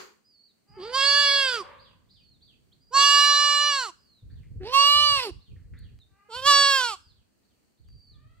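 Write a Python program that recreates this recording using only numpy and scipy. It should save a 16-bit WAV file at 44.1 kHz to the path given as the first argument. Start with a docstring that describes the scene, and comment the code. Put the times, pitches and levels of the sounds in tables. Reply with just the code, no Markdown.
"""Yard air carries the dying echo of an earlier bleat over a low rumble that swells once and recedes.
Chicks peep now and then throughout as quavering sines; distant fowl call as resonated harmonics.
A goat kid bleats four times, a few steps from a hand-held phone: fold pulses ring its throat; each
bleat starts mouth shut, opens to a piercing tone and sags into a rasp; walls add scattered echoes.
After the second bleat, noise gusts buffet the microphone and hooves tick on the concrete."""
import sys
import numpy as np
from scipy import signal
from scipy.fft import rfft, irfft
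from scipy.io import wavfile
from scipy.ndimage import uniform_filter1d

SR = 44100
rng = np.random.default_rng(int(sys.argv[2]) if len(sys.argv) > 2 else 0)


def dump_mix(stems):
    """Bounce the given channels to the path in sys.argv[1] as a 16-bit WAV at rate SR."""
    frames = np.atleast_2d(stems).T  # one column per channel
    limited = np.clip(frames, -1, 1)  # hard clip at full scale
    pcm = np.round(limited * 32767).astype(np.int16)
    wavfile.write(sys.argv[1], SR, pcm)


N = 370440
TIME = np.arange(N) / SR
FREQS = np.fft.rfftfreq(N, 1 / SR)


def undb(db):
    """Decibels to gain."""
    return 10 ** (np.asarray(db) / 20)


def unit(x):
    """Scale to rms 1."""
    return x / np.sqrt(np.mean(x ** 2))


def curves(rows, t):
    """Columns of a table, joined by straight lines at times t."""
    s, *columns = np.transpose(rows)
    return [np.interp(t, s, c) for c in columns]


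def colour(points, hz):
    """Gain of a (f/Hz, level/dB) spectrum at the given frequencies."""
    f, db = np.transpose(points)
    return undb(np.interp(np.log(hz + 1), np.log(f), db))


def resonance(hz, centre_hz, width_hz):
    """Complex response of one resonance, gain 1 at its centre."""
    return 1j * hz * width_hz / (centre_hz ** 2 - hz ** 2 + 1j * hz * width_hz)


def noise(response):
    """Two unrelated noises with the given response, rms 1."""
    return unit(irfft(rfft(rng.standard_normal((2, N))) * response, N))


def walk(rate_hz):
    """Smooth random curve, rms 1, moving up to about rate_hz times a second."""
    return unit(irfft(rfft(rng.standard_normal(N)) * np.exp(-(FREQS / rate_hz) ** 2), N))


def yard(x, t60_s, treble_t60_s, build_s, treble_db):
    """Scattered echoes from ground, walls and sheds: decaying noise, different at each microphone."""
    t = TIME[:N // 4]
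    grain = rng.standard_normal((2, len(t)))
    low = signal.sosfilt(signal.butter(2, 3500, fs=SR, output="sos"), grain)
    high = signal.sosfilt(signal.butter(2, 3500, "high", fs=SR, output="sos"), grain)
    low_tail = low * undb(-60 * t / t60_s)
    high_tail = high * undb(treble_db - 60 * t / treble_t60_s)
    tail = (low_tail - high_tail) * (1 - np.exp(-t / build_s))
    tail /= np.sqrt(np.sum(tail ** 2) / 2)
    return signal.fftconvolve(x[None], tail, axes=1)[:, :N]


def background():
    """Quiet outdoor air as wavering noise, plus the echo of an earlier bleat as fading noise."""
    # spectrum of the air: f/Hz, level/dB
    air_spectrum = [(120, -24), (200, -3), (998, -22), (3060, -24.5), (3600, -32.5), (4470, -18.5),
                    (4980, -28), (8880, -25.5), (10500, -35.5), (15000, -29)]
    # spectrum of the earlier bleat dying in the yard: f/Hz, level/dB
    echo_spectrum = [(120, -44), (200, -32), (296, -34), (379, -17.5), (635, -35), (1140, -25.5),
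                     (3260, -35.5), (3760, -39), (4570, -29.5), (5560, -42), (6640, -33.5), (9140, -51),
                     (14000, -49)]
    air_db, echo_db, echo_t60_s = -72, -41, 0.37
    air = noise(colour(air_spectrum, FREQS)) * undb(air_db + walk(2.9))
    return air + noise(colour(echo_spectrum, FREQS)) * undb(echo_db - 60 * TIME / echo_t60_s)


def rumble():
    """Steady low noise without deep bass, which swells once and slowly recedes."""
    steady_db, left_db = -80, -2
    swell_s, swell_attack_s, swell_db, fade_db_per_s = .68, .03, -57, 4
    age = TIME - swell_s
    swell = undb(swell_db - fade_db_per_s * age) * np.clip(age / swell_attack_s, 0, 1)
    level = np.hypot(undb(steady_db), swell)
    return noise(resonance(FREQS, 86, 180) ** 3) * level * undb([[left_db], [0]])


def chirp(start, length, shares, pitches, swell):
    """One quavering sine; pitch and strength pass through points at shares of its length."""
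    u = (TIME - start) / length
    span = (u > 0) & (u < 1)
    shake = unit(uniform_filter1d(rng.standard_normal(N // 16), size=350))[:span.sum()]
    hz = np.interp(u[span], shares, pitches) * (1 + .017 * shake)
    out = np.zeros(N)
    out[span] = np.interp(u[span], shares, swell) * np.sin(2 * np.pi * np.cumsum(hz) / SR)
    return out


def whistle(start, length, early, middle, late, last):
    """One chick note: pitch scoops in, then glides through four pitches as the strength drops away."""
    pitches = [early * .95, early, early * .98, middle, late, last]
    return chirp(start, length, [0, .08, .25, .5, .8, 1], pitches, [0, .7, .7, 1.1, 1.1, .2])


def peep(start, top_hz):
    """One arched chick note: quick rise in pitch, short hold, longer fall."""
    pitches = top_hz * np.array([.68, .97, 1, .72, .5])
    return chirp(start, .14, [0, .15, .35, .58, 1], pitches, [.1, 1.5, .5, 1, .15])


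def chicks():
    """Whistles close by, mostly falling, and arched peeps that arrive mostly as echo."""
    # near chick: t/s, length/s, early f/Hz, middle f/Hz, late f/Hz, last f/Hz, level/dB before swell
    whistles = [(0.237, .28, 4960, 4290, 4580, 3630, -59.5), (0.671, 0.32, 4900, 4700, 4720, 3730, -58.5),
                (2.087, 0.29, 4960, 4540, 4310, 3450, -63.5), (2.718, .022, 3274, 3930, 4400, 4560, -59),
                (2.796, .26, 4894, 4810, 4292, 3575, -63.5), (3.957, .27, 5000, 4347, 4010, 3400, -64.5),
                (5.998, 0.039, 4050, 3870, 3610, 3520, -58), (6.995, 0.14, 5140, 4816, 4220, 3180, -62.5),
                (7.868, 0.3, 4676, 4670, 4434, 3300, -59.5)]
    # chick further off: t/s, top f/Hz, level/dB before swell and path gains
    peeps = [(1.778, 4770, -57), (2.085, 4680, -60), (2.404, 4695, -58.5), (4.289, 4570, -68.5),
             (5.39, 4420, -64), (5.761, 4535, -62.5), (7.088, 4720, -70.5), (7.425, 4620, -76.5),
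             (7.767, 4615, -75)]
    near_echo_db, far_direct_db, far_echo_db, left_db = -4, -7, 1, -3
    near = sum(undb(db) * whistle(*note) for *note, db in whistles)
    far = sum(undb(db) * peep(s, top) for s, top, db in peeps)
    to_yard = undb(near_echo_db) * near + undb(far_echo_db) * far
    echo = yard(to_yard, t60_s=0.2, treble_t60_s=0.53, build_s=0.0014, treble_db=-4.5)
    both = near + undb(far_direct_db) * far + echo
    return both * undb([[left_db], [0]])


def fowl(row, throat):
    """A reedy call: seven harmonics weighted by one throat resonance; pitch bends once, level fades."""
    attack_s = 0.15
    start, turn, end, first_hz, turn_hz, last_hz, db, fade = row
    hz, width, hoarse = throat
    span = (TIME > start) & (TIME < end)
    t = TIME[span]
    pitch = np.interp(t, [start, turn, end], [first_hz, turn_hz, last_hz])
    shake = unit(uniform_filter1d(rng.standard_normal(N // 4), size=200))[:len(t)]
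    phase = 2 * np.pi * np.cumsum(pitch * (1 + hoarse * shake)) / SR
    reed = sum(np.sin(k * phase) * abs(resonance(k * pitch, hz, width)) for k in range(1, 8))
    out = np.zeros(N)
    out[span] = reed * undb(db - fade * (t - start)) * np.minimum((t - start) / attack_s, 1) ** 2
    return out


def flock():
    """Fowl call from beyond the yard, partly as echo."""
    # calls: start t/s, turn t/s, end t/s, first f/Hz, turn f/Hz, last f/Hz,
    # level/dB before path gains, fade/(dB/s)
    call_rows = [(0.636, 0.92, 1.62, 394.8, 458, 373.6, -50, 3.5),
                 (1.504, 1.833, 2.06, 500.5, 532.7, 514, -31.5, 82.5),
                 (6.04, 6.202, 6.32, 376.1, 403, 424, -65, 2), (8.04, 8.19, 8.4, 583, 599, 691, -69, 3)]
    # voice of each call: throat f/Hz, width/Hz, hoarseness/(share of pitch)
    fowl_throats = [(880, 480, 0.026), (810, 430, .1), (1172, 600, .02), (1300, 820, 0.0281)]
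    direct_db, echo_db = -4, -6
    calls = sum(fowl(*call) for call in zip(call_rows, fowl_throats))
    echo = yard(calls, t60_s=.45, treble_t60_s=.35, build_s=.01, treble_db=-6)
    return undb(direct_db) * calls + undb(echo_db) * echo


def gesture(t, pitch, call, hoarseness):
    """Register levels/dB and roughness: mouth opens, air runs out, folds slacken as the pitch sags."""
    # 1st, 2nd, 3rd harmonic, throat ring, treble edge: shut level/dB, jaw-drop level/dB,
    # sag/(dB/octave), share of fade, attack steepness; first three scaled by each bleat's factors
    registers = [(-1, 2, -1.5, 0.13, 0.27), (-27.5, 4.5, -42.5, .6, 1.3), (-27, -7.5, -13.5, 0.57, 1.3),
                 (-30.5, -7.5, -36, 0.93, 2.1), (-33, -1.5, -19.5, 0.98, 1.5)]
    # voice cracks: t/s, 1/e half-length/s, level change/dB, added roughness
    cracks = [(6.413, .009, -7, .2), (6.82, .016, -.5, .25)]
    attack_s, opening_s = .065, 0.0071  # voice swells behind shut lips, which then part quickly
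    jaw_lag_s, jaw_s = 0.031, 0.051  # jaw drops just after the lips part
    slack_octaves = .28  # sag at which the folds are fully slack
    opens, *full_db, fade, nasal, shut_depth, jaw_depth, sag_depth = call
    age = t - opens
    shut = .5 - .5 * np.tanh(age / (2 * opening_s))
    jaw = np.exp(-abs(age - jaw_lag_s) / jaw_s)
    octaves = np.log2(pitch.max() / pitch)
    sag = octaves * (t > t[pitch.argmax()])
    swell_db = 20 * np.log10(np.clip((t - t[0]) / attack_s, .02, 1))
    levels = []
    for db, (shut_db, jaw_db, sag_db, share, steepness) in zip(full_db, registers):
        mouth_db = shut_db * shut_depth * shut + jaw_db * jaw_depth * jaw
        decline_db = sag_db * sag_depth * sag - share * fade * np.maximum(age, 0)
        levels.append(db + steepness * swell_db + mouth_db + decline_db)
    levels = np.array(levels)
    levels[0] += nasal * np.minimum(octaves, .5)
    clear, hoarse = hoarseness
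    slack = np.sin(np.pi / 2 * np.minimum(sag / slack_octaves, 1)) ** 2
    rough = clear + (hoarse - clear) * np.maximum(shut, slack)
    for s, length, dip_db, rasp in cracks:
        crack = np.exp(-((t - s) / length) ** 2)
        levels, rough = levels + dip_db * crack, rough + rasp * crack
    return levels, rough


def bleat(rows, call, hoarseness, throat, lag_ms, sides):
    """Fold pulses (stacked harmonics) ring the throat; hoarseness shakes cycles and adds turbulence."""
    glide_s = 0.02  # the folds cannot turn their pitch faster
    jitter, waver_share, rasp_db, low_rasp_db, tremble_db = .033, .0027, -5.5, -18.5, 1.03
    span = (TIME >= rows[0][0]) & (TIME <= rows[-1][0])
    t = TIME[span]
    f = np.fft.rfftfreq(len(t), 1 / SR)
    pitch = uniform_filter1d(curves(rows, t)[0], size=int(glide_s * SR), mode="nearest")
    (*low_db, ring_db, edge_db), rough = gesture(t, pitch, call, hoarseness)

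    def shape(x, response):
        """Filter a signal as long as the bleat."""
        return irfft(rfft(x) * response, len(t))

    def chance(rate_hz):
        """Random values at rate_hz, joined by straight lines."""
        return 1.2 * np.interp((t - t[0]) * rate_hz, np.arange(2048), rng.standard_normal(2048))

    def steady(x):
        """Even out the loudness to rms 1."""
        return x / np.sqrt(uniform_filter1d(np.mean(x ** 2, axis=0), size=2000) + 1e-12)

    def flutter(k):
        """Harmonic k wanders in strength and phase as the head trembles; high ones differ per ear."""
        shared = np.array([chance(30) + 1j * chance(22)])
        own = np.array([chance(9) + 1j * chance(9) for ear in range(2)])
        return np.exp(np.clip(3.5 * rough, .22, .34) * shared + min(k / 45, .5) * own)

    waver = waver_share * chance(40)
    phase = 2 * np.pi * np.cumsum(pitch * (1 + jitter * rough * chance(800) + waver)) / SR
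    tract = 0
    for k, (hz, width, db) in enumerate(throat):
        peak = resonance(f, hz, width)
        tract = tract + (-1) ** k * undb(db) * peak * abs(peak) ** .3
    tract = tract / (1 + (f / 13000) ** 8)
    pulses = unit(sum(np.real(np.exp(1j * k * phase) * flutter(k)) for k in range(4, 36)))
    puffs = unit(rng.standard_normal(N // 4)[:len(t)] * (1 + 0.87 * np.cos(phase)))
    # slack folds stay open longer: they leak turbulence and damp the throat's sharp peaks
    damping = .3 * (abs(tract) + .03) ** -.55
    slack = np.clip(2.5 * rough, 0, 1)
    leaky = slack * pulses + undb(rasp_db) * rough * puffs
    source = (1 - slack) * pulses + shape(leaky, damping)
    upper = 1 / (1 + (1750 / (f + 1)) ** 16)
    treble = 1 / (1 + (5400 / (f + 1)) ** 24)
    voice = steady(shape(source, tract * upper * (1 - treble))) * undb(ring_db - 0.02)
    voice += steady(shape(source, tract * treble)) * undb(edge_db)
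    # jaw and lips hand the strength from the fundamental to harmonics 2 and 3 as the mouth opens
    for k, db in enumerate(low_db):
        tone = np.cos((k + 1) * phase - (k - 1) * np.pi / 2)
        voice += np.sqrt(2) * undb(db + tremble_db * chance(22)) * tone
    low_rasp = unit(shape(puffs, resonance(f, 1700, 700) ** 2))
    voice += low_rasp * rough * undb(np.max(low_db, axis=0) + low_rasp_db)
    ends = np.clip(np.minimum((t - t[0]) / .008, (t[-1] - t) / .02), 0, 1)
    voice *= np.exp(.3 * rough * chance(350)) * ends
    ratio = colour(sides, f)  # left over right
    left = ratio * np.exp(-2j * np.pi * f * lag_ms / 1000)
    ears = np.array([left, np.ones(len(f))]) * 2 / (1 + ratio)
    out = np.zeros((2, N))
    out[:, span] = shape(voice, ears)
    return out


def kid():
    """Four bleats, each with its own pitch gesture, throat shape and direction."""
    # pitch of each bleat: t/s, f/Hz
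    pitch_tracks = [
        [(0.765, 414.4), (0.807, 345.6), (0.862, 451), (0.965, 538.3), (1.049, 556.6), (1.218, 570.4),
         (1.401, 554), (1.478, 522.4), (1.557, 468.7), (1.635, 330)],
        [(2.905, 454), (2.951, 552), (3.062, 568.5), (3.207, 576.2), (3.704, 583.5), (3.746, 559), (3.781, 542),
         (3.838, 480.4), (3.915, 308.3)],
        [(4.6, 374), (4.644, 369.6), (4.677, 475.7), (4.754, 550.4), (4.883, 577.4), (5.049, 590.9),
         (5.151, 566), (5.206, 515), (5.255, 447.7), (5.315, 313)],
        [(6.285, 488), (6.315, 432), (6.378, 520), (6.401, 512), (6.482, 576.4), (6.543, 564.7), (6.68, 557.8),
         (6.755, 540), (6.885, 467), (6.96, 353.2)],
    ]
    # mouth opens t/s; full voice: 1st, 2nd, 3rd harmonic, throat ring, treble edge level/dB;
    # fade/(dB/s) as the air runs out, nasal hum/(dB/octave) as pitch sinks; shut, jaw, sag factors
    bleat_rows = [(0.935, -40, -31, -25.5, -18.5, -36, 5.2, 3, 0.88, 1.36, 1.17),
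                  (2.93, -46.5, -20.5, -25.5, -15.5, -25.5, 12.34, -6, 0.83, 0.98, 0.92),
                  (4.73, -45.5, -20.5, -38.5, -16, -35, 12.9, 22, 0.93, .94, 1.015),
                  (6.455, -37, -19, -22, -13.5, -25, 27.4, -31.5, 0.78, 0.73, 0.75)]
    # roughness at full voice, roughness with mouth shut or folds slack (0-1)
    roughness = [(.055, .45), (.024, .33), (.025, .8), (.028, .2)]
    # throat and mouth resonances per bleat as the head turns: f/Hz, width/Hz before sharpening, level/dB
    throats = [
        [(1610, 250, -8), (3160, 380, -7), (4660, 180, 0), (5310, 800, -22), (7460, 1500, -29),
         (12200, 2400, -45)],
        [(1610, 250, -11), (2900, 230, -10), (4310, 180, 0), (5830, 500, -20), (7310, 490, -20),
         (12000, 2200, -47)],
        [(1610, 500, -21), (2800, 320, 0), (4420, 450, -3), (5590, 280, -9), (7600, 1900, -22),
         (12200, 2200, -30)],
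        [(1190, 200, -16), (3100, 600, -1), (4500, 390, 0), (5480, 280, -6), (7650, 1300, -13),
         (12000, 2400, -26)],
    ]
    # delay of each bleat at the left microphone: lag/ms
    lags_ms = [0.04, 0.038, -0.098, -0.046]
    # left minus right per bleat: f/Hz, level/dB
    side_spectra = [
        [(60, -3.5), (110, 3.5), (200, 1.5), (380, -2.5), (700, -6.5), (1290, -8), (2380, -5), (4400, -3),
         (8120, -5), (15000, 6)],
        [(60, -2), (110, -1), (200, 1.5), (380, -8.5), (700, 1), (1290, -8), (2380, -5.5), (4400, -2.5),
         (8120, -3.5), (15000, 7)],
        [(60, -11.5), (110, -8.5), (200, -8), (380, -2), (700, -8), (1290, -7.5), (2380, -1), (4400, -6),
         (8120, -9.5), (15000, 18.5)],
        [(60, -16.5), (110, -17), (200, -0.5), (380, -7.5), (700, 1.5), (1290, -8), (2380, -6), (4400, -2.5),
         (8120, -6), (15000, 1.5)],
    ]
    calls = zip(pitch_tracks, bleat_rows, roughness, throats, lags_ms, side_spectra)
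    return sum(bleat(*call) for call in calls)


def walls(goat):
    """Echoes of the kid's right-ear signal off the brick wall and the sheds behind it."""
    # wall, sheds: level/dB, t60/s, treble t60/s, build-up/s, treble level/dB
    wall_rows = [(-17, .27, .33, .003, 4), (-40, .8, .7, .02, 0)]
    return sum(undb(db) * yard(goat[1], *decay) for db, *decay in wall_rows)


def wind():
    """Gusts rise fast, hold and die back; noise differs per microphone port, buffeting is shared."""
    # gusts: t/s, length/s, level/dB before overall gain
    gusts = [(4.22, .27, -47), (4.5, .14, -42), (4.66, .11, -55.5), (4.8, .24, -62), (4.95, .1, -45.5),
             (5.05, .13, -45), (5.3, .09, -46.5), (5.48, .5, -46), (6.04, .09, -63), (6.32, .26, -60),
             (6.41, .08, -49.5), (6.6, .6, -63), (7.22, .55, -78.5), (7.79, .6, -59), (7.88, .08, -50.5),
             (8.11, .1, -50)]
    # spectrum before the 600 Hz roll-off: f/Hz, level/dB
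    wind_colour = [(15, -45.5), (25, -17.5), (54, -1.5), (107, -2), (129, -7), (221, -22.5), (267, -22),
                   (307, -31), (500, -29), (650, -63.5), (1100, -120)]
    attack_s, release_s = 0.0091, 0.026
    buffet_db, gain_db, left_db = 3, 1, -2
    power = 0
    for s, length, db in gusts:
        rise = np.clip((TIME - s) / attack_s, 0, 1)
        release = np.exp(-np.clip(TIME - s - length, 0, 1) / release_s)
        power = power + (undb(db) * rise * release) ** 2
    level_db = gain_db + buffet_db * walk(23) + np.array([[left_db], [0]])
    eddies = noise(colour(wind_colour, FREQS) / (1 + (FREQS / 600) ** 4))
    return eddies * np.sqrt(power) * undb(level_db)


def hooves():
    """Ticks and scuffs on concrete: resonant noise bursts with sudden onset and exponential decay."""
    # ticks: t/s, centre f/Hz, width/Hz of each of two passes, decay/s, level/dB
    ticks = [(4.3, 1704, 595, .08, -72), (4.43, 2116, 906, 0.055, -67.5), (5.56, 1843, 705, 0.066, -68),
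             (5.737, 1750, 602, 0.08, -60), (5.789, 9170, 6080, 0.0044, -61),
             (5.989, 1463, 4020, 0.0015, -55.5), (7.887, 1210, 4010, 0.0015, -60),
             (7.902, 1217, 4030, 0.0017, -68)]
    out = np.zeros(N)
    for s, hz, width, decay, db in ticks:
        grit = noise(resonance(FREQS, hz, width) ** 2)[0]
        out += grit * undb(db) * (TIME >= s) * np.exp(-abs(TIME - s) / decay)
    return out


def scene():
    """The kid close by, with the yard and its fowl around it."""
    surroundings = background() + rumble()
    birds = chicks() + flock()
    goat = kid()
    return surroundings + birds + goat + walls(goat) + wind() + hooves()


def record(dry):
    """The phone cuts the top: steep elliptic low-pass."""
    top_hz = 15500
    return signal.sosfilt(signal.ellip(8, .2, 80, top_hz, fs=SR, output="sos"), dry)


dry = scene()
out = record(dry)
dump_mix(out)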